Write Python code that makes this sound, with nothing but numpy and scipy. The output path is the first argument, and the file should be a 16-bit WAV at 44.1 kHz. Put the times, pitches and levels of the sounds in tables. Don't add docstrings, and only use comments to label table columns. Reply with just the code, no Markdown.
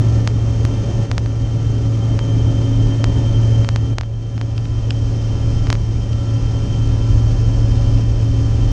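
import sys
import numpy as np
from scipy import signal
from scipy.fft import rfft, irfft, next_fast_len
from scipy.io import wavfile

SR = 44100
rng = np.random.default_rng(int(sys.argv[2]) if len(sys.argv) > 2 else 0)


def master(y):
    cut = np.clip(np.atleast_2d(y).T, -1, 1)
    pcm = np.round(cut * 32767)
    wavfile.write(sys.argv[1], SR, pcm.astype(np.int16))


N = 384532


def from_db(db):
    return 10 ** (np.asarray(db) / 20)


def rms_one(x):
    return x / np.sqrt(np.mean(x ** 2) + 1e-20)


def curve(rows):
    times, values = np.transpose(rows)
    return np.interp(np.arange(N) / SR, times, values)


def drift(rate):
    step, warm_up = 40, 2000
    pole = np.exp(-2 * np.pi * rate * step / SR)
    noise = rng.standard_normal(N // step + warm_up + 2)
    slow = signal.lfilter([1], [1, -2 * pole, pole * pole], noise)[warm_up:]
    return np.interp(np.arange(N) / step, np.arange(len(slow)), rms_one(slow))


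def wavering_tone(hz, rough, rate):
    phase = 2 * np.pi * (np.cumsum(hz) / SR + rng.random())
    tone = (1 + rough * drift(rate)) * np.sin(phase)
    phase_wobble = rough * drift(rate) * np.cos(phase)
    return rms_one(tone + phase_wobble)


def rush(spectrum, level_db, flutter_db, rate):
    gain = from_db(level_db + flutter_db * drift(rate))
    hz, db = np.transpose(spectrum)
    size = next_fast_len(N)
    freqs = np.maximum(np.fft.rfftfreq(size, 1 / SR), 1)
    shape = from_db(np.interp(np.log(freqs), np.log(hz), db))
    edges = np.minimum(1, np.minimum(freqs / hz[0], hz[-1] / freqs)) ** 4
    noise = irfft(rfft(rng.standard_normal(size)) * shape * edges, size)[:N]
    return gain * rms_one(noise)


def ring(force, hz, ring_s):
    decay, angle = from_db(-60 / (ring_s * SR)), 2 * np.pi * hz / SR
    return signal.lfilter([0, np.sin(angle)], [1, -2 * decay * np.cos(angle), decay ** 2], force + 1e-18)


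def fan_buzz(near_hz, far_hz, airflow):
    # (multiple of spin rate, relative level in slow air [dB], in fast air [dB])
    near_tones = [(2, -32, -11.5), (3, 1.5, 0), (4, -6, -5), (5, 2.5, 1.5), (6, -11, -18), (7, -10.5, -6),
                  (8, -11.5, -11.5), (9, -12.5, -7), (10, -25.5, -17.5), (11, -11.5, -17.5), (12, -9, -7),
                  (13, -20.5, -16.5), (14, -24.5, -29.5), (15, -18, -16), (16, -11, -14), (17, -16, -16),
                  (18, -23, -23.5), (19, -16, -19.5), (21, -15, -17), (23, -20.5, -17), (24, -17.5, -17),
                  (30, -31.5, -26), (32, -15.5, -16), (39, -22.5, -21), (40, -25.5, -16.5), (45, -17, -16),
                  (46, -28, -11.5), (50, -28, -19), (51, -25, -19), (52, -20, -26.5), (56, -14.5, -19),
                  (58, -19, -23)]
    # (multiple of spin rate, relative level [dB])
    far_tones = [(31, -22), (39, -21), (45, -17.5), (56, -20.5), (61, -27.5), (67, -28.5)]
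    near = 0
    for multiple, slow_db, fast_db in near_tones:
        gain = from_db(slow_db + (fast_db - slow_db) * airflow)
        near += gain * wavering_tone(multiple * near_hz, rough=0.37, rate=3.3)
    far = sum(from_db(db) * wavering_tone(multiple * far_hz, rough=0.3, rate=4)
              for multiple, db in far_tones)
    return from_db(-43.5) * (near + far)


def fan_whine(near_hz, far_hz, blades=28):
    # (time [s], level [dB])
    near_levels = [(0, -54.5), (1.2, -54.5), (1.42, -45), (1.9, -51), (2.3, -44), (3.1, -44.5),
                   (3.7, -43.5), (4.3, -45.5), (4.9, -48.5), (6.0, -51), (6.8, -47.5), (7.2, -52),
                   (7.9, -47), (8.72, -48.5)]
    far_levels = [(0, -56), (.4, -48), (1.0, -49.5), (1.25, -57), (2.1, -48.5), (3.1, -50.5), (4.2, -51),
                  (4.8, -49.5), (5.35, -51), (5.62, -49), (5.9, -49), (6.7, -47), (7.2, -51.5), (8.72, -54)]
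    near_gain, far_gain = from_db(curve(near_levels)), from_db(curve(far_levels))
    near = near_gain * wavering_tone(blades * near_hz, rough=0.13, rate=7.5)
    far = far_gain * wavering_tone(blades * far_hz, rough=0.2, rate=4.5)
    smear = np.hypot(near_gain, far_gain) * wavering_tone(0.995 * blades * near_hz, rough=4, rate=53)
    return near + far + from_db(-5) * smear


def fans(airflow):
    # (time [s], spin rate [turns/s])
    near_speeds = [(0, 112.1), (1.4, 111.97), (2.5, 111.94), (4.2, 112.06), (5.2, 111.75), (6.6, 111.83),
                   (8.0, 111.71), (8.72, 111.7)]
    far_speeds = [(0, 112.62), (.7, 112.6), (2, 112.35), (4.8, 112.43), (5.7, 112.28), (8.72, 112.1)]
    # (time [s], level [dB])
    drone_levels = [(0, -12.5), (1.0, -17.5), (1.3, -14), (3.1, -15), (3.6, -12.5), (4.4, -13.5),
                    (4.7, -15.5), (6.7, -15.5), (8.72, -14.5)]
    near_hz = curve(near_speeds) * (1 + 0.00012 * drift(1.89))
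    far_hz = curve(far_speeds) * (1 + 0.000093 * drift(1.2))
    drone = from_db(curve(drone_levels)) * wavering_tone(near_hz, rough=0.021, rate=5.1)
    return drone + fan_buzz(near_hz, far_hz, airflow) + fan_whine(near_hz, far_hz)


def engine_cores(hum_hz=273.1):
    # (frequency [Hz], relative level [dB])
    gear_tones = [(379, -11), (700, -14), (958, -17.5), (1191, -10), (2381, -24)]
    # (time [s], level [dB])
    hum_levels = [(0, -32), (1.0, -36.5), (2.2, -31), (2.9, -26), (3.5, -32), (6.2, -35), (7.8, -33.5),
                  (8.72, -32.5)]
    speed = 1 + 0.000766 * drift(0.85)
    gears = sum(from_db(db) * wavering_tone(hz * speed, rough=0.3, rate=5) for hz, db in gear_tones)
    hum = from_db(curve(hum_levels)) * wavering_tone(hum_hz * speed, rough=0.35, rate=6.4)
    return hum + from_db(-44) * gears


def wheels(boom_db_per_s=0.17, shake_db_per_s=1.1, patch_s=0.25):
    # (frequency [Hz], relative level [dB])
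    boom_spectrum = [(42, -20), (57, -7), (70, 2.5), (84, -3.5), (100, -8), (130, -16), (200, -40)]
    # (frequency [Hz], relative level [dB])
    shake_spectrum = [(14, -24), (22, -5.5), (30, -3), (40, 2.5), (57, -7.5), (75, -22)]
    # (middle time [s], level change [dB])
    patches = [(3.2, 2.5), (3.8, 0.5), (4.4, -5.5), (5.65, 1.5), (7.15, 2.5), (7.8, 0.5), (8.7, 2)]
    t = np.arange(N) / SR
    patch_db = sum(db * np.exp(-((t - middle) / patch_s) ** 2) for middle, db in patches)
    boom = rush(boom_spectrum, -23 + boom_db_per_s * t + patch_db, flutter_db=0.5, rate=37)
    shake = rush(shake_spectrum, -28 + shake_db_per_s * t + patch_db, flutter_db=1.0, rate=5.3)
    return boom + shake


def exhaust(airflow, slow_db=-22, fast_db=-24):
    # (frequency [Hz], relative level [dB])
    spectrum = [(70, -20), (105, 5.5), (125, 0), (160, -3), (210, -8), (270, -6.5), (330, -11.5),
                (430, -13.5), (500, -18), (560, -17), (660, -22), (830, -25), (1300, -34.5), (3000, -50)]
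    return rush(spectrum, slow_db + (fast_db - slow_db) * airflow, flutter_db=0.36, rate=12)


def rushing_air(airflow):
    # (frequency [Hz], relative level [dB])
    hiss_spectrum = [(800, -12.5), (1300, -1.5), (2000, -4), (2900, 0), (3400, -5.5), (4200, -4),
                     (5100, -3), (5700, 1.5), (6000, -3), (6450, 0), (6950, -8), (8000, -11.5),
                     (9300, -19.5), (10200, -46.5)]
    # (frequency [Hz], relative level [dB])
    sizzle_spectrum = [(4300, -12), (5050, -2.5), (5350, -1), (5700, -1), (6000, -26)]
    hiss = rush(hiss_spectrum, level_db=-43, flutter_db=0.73, rate=39)
    sizzle = rush(sizzle_spectrum, level_db=-55, flutter_db=1.5, rate=10)
    return hiss + airflow * sizzle


def level_dips(fall_s=0.0072, hold_s=0.25):
    # (time [s], depth [dB], recovery time [s])
    dips = [(0.21, 2, 0.5), (1.055, 4, 1.0), (3.645, 4, 0.5), (3.935, 8, 0.75), (5.75, 2.8, 0.85),
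            (8.02, 1.5, 0.49)]
    t, down_db = np.arange(N) / SR, 0
    for start, depth_db, recovery_s in dips:
        fall = np.clip((t - start) / fall_s, 0, 1)
        remaining = np.exp(-np.maximum(t - start - hold_s, 0) / recovery_s)
        down_db += depth_db * fall * remaining
    return from_db(-down_db)


def case_ticks():
    # (time [s], strength [dB])
    taps = [(0.2754, 3), (.6517, 0.5), (1.1150, 0), (1.1807, 2), (1.261, -11), (2.1916, -3.5), (3.0425, 3),
            (3.647, -7), (3.6897, 2), (3.7610, 0), (3.9844, 2), (4.0113, -4), (4.0344, -13), (4.3794, -11),
            (4.4136, -5.5), (5.6706, -7.5), (5.7027, 3.5), (5.7281, 3.5), (5.7535, -8)]
    # (frequency [Hz], relative level [dB], ring time [s])
    case_tones = [(4750, -12, 0.00088), (6360, -25.5, 0.0086)]
    force, t = np.zeros(N), np.arange(N) / SR
    for time, db in taps:
        half_width_s = 68e-6 * from_db(db) ** -0.15
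        span = slice(int(time * SR) - 64, int(time * SR) + 64)
        force[span] += from_db(db) / np.cosh(0.88 * (t[span] - time) / half_width_s) ** 2
    ringing = sum(from_db(db) * ring(force, hz, ring_s) for hz, db, ring_s in case_tones)
    rebound = from_db(-24) * ring(force, hz=110, ring_s=0.0025)
    return -force + ringing + rebound


def panel_creaks(slip_s=0.0013, cutoff_hz=8000):
    # (time [s], strength [dB])
    slips = [(4.5790, -19), (4.6545, -27), (4.9062, -9.5), (6.1310, -25), (6.8733, -25)]
    # (frequency [Hz], relative level [dB], ring time [s])
    panel_tones = [(1400, -9.5, .005), (2800, -3, .005), (3650, -6, .004), (4850, -4.5, .004),
                   (7600, -9, .0012)]
    force, age = np.zeros(N), np.arange(512) / SR
    for time, db in slips:
        start = int(time * SR)
        jolts = rng.standard_normal(len(age)) * np.exp(-age / slip_s)
        force[start:start + len(age)] += from_db(db) * jolts / np.linalg.norm(jolts)
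    softened = signal.sosfilt(signal.butter(4, cutoff_hz, fs=SR, output="sos"), force + 1e-18)
    return sum((-1) ** k * from_db(db) * ring(softened, hz, ring_s)
               for k, (hz, db, ring_s) in enumerate(panel_tones))


def scene():
    # (time [s], share of full flow [0-1])
    airflow_points = [(0, 0), (3.9, .05), (4.7, .9), (8.72, 1)]
    airflow = curve(airflow_points)
    engines = fans(airflow) + engine_cores()
    rumble = wheels()
    roar = exhaust(airflow) + rushing_air(airflow)
    volume = level_dips()
    din = volume * (engines + roar) + volume ** 0.57 * rumble
    return (din + case_ticks() + panel_creaks())[None]


def record(dry):
    ceiling, cutoff_hz = 0.9, 16300
    rounded = dry / (1 + (dry / ceiling) ** 8) ** (1 / 8)
    return signal.sosfilt(signal.cheby2(12, 60, cutoff_hz, fs=SR, output="sos"), rounded)


dry = scene()
out = record(dry)
master(out)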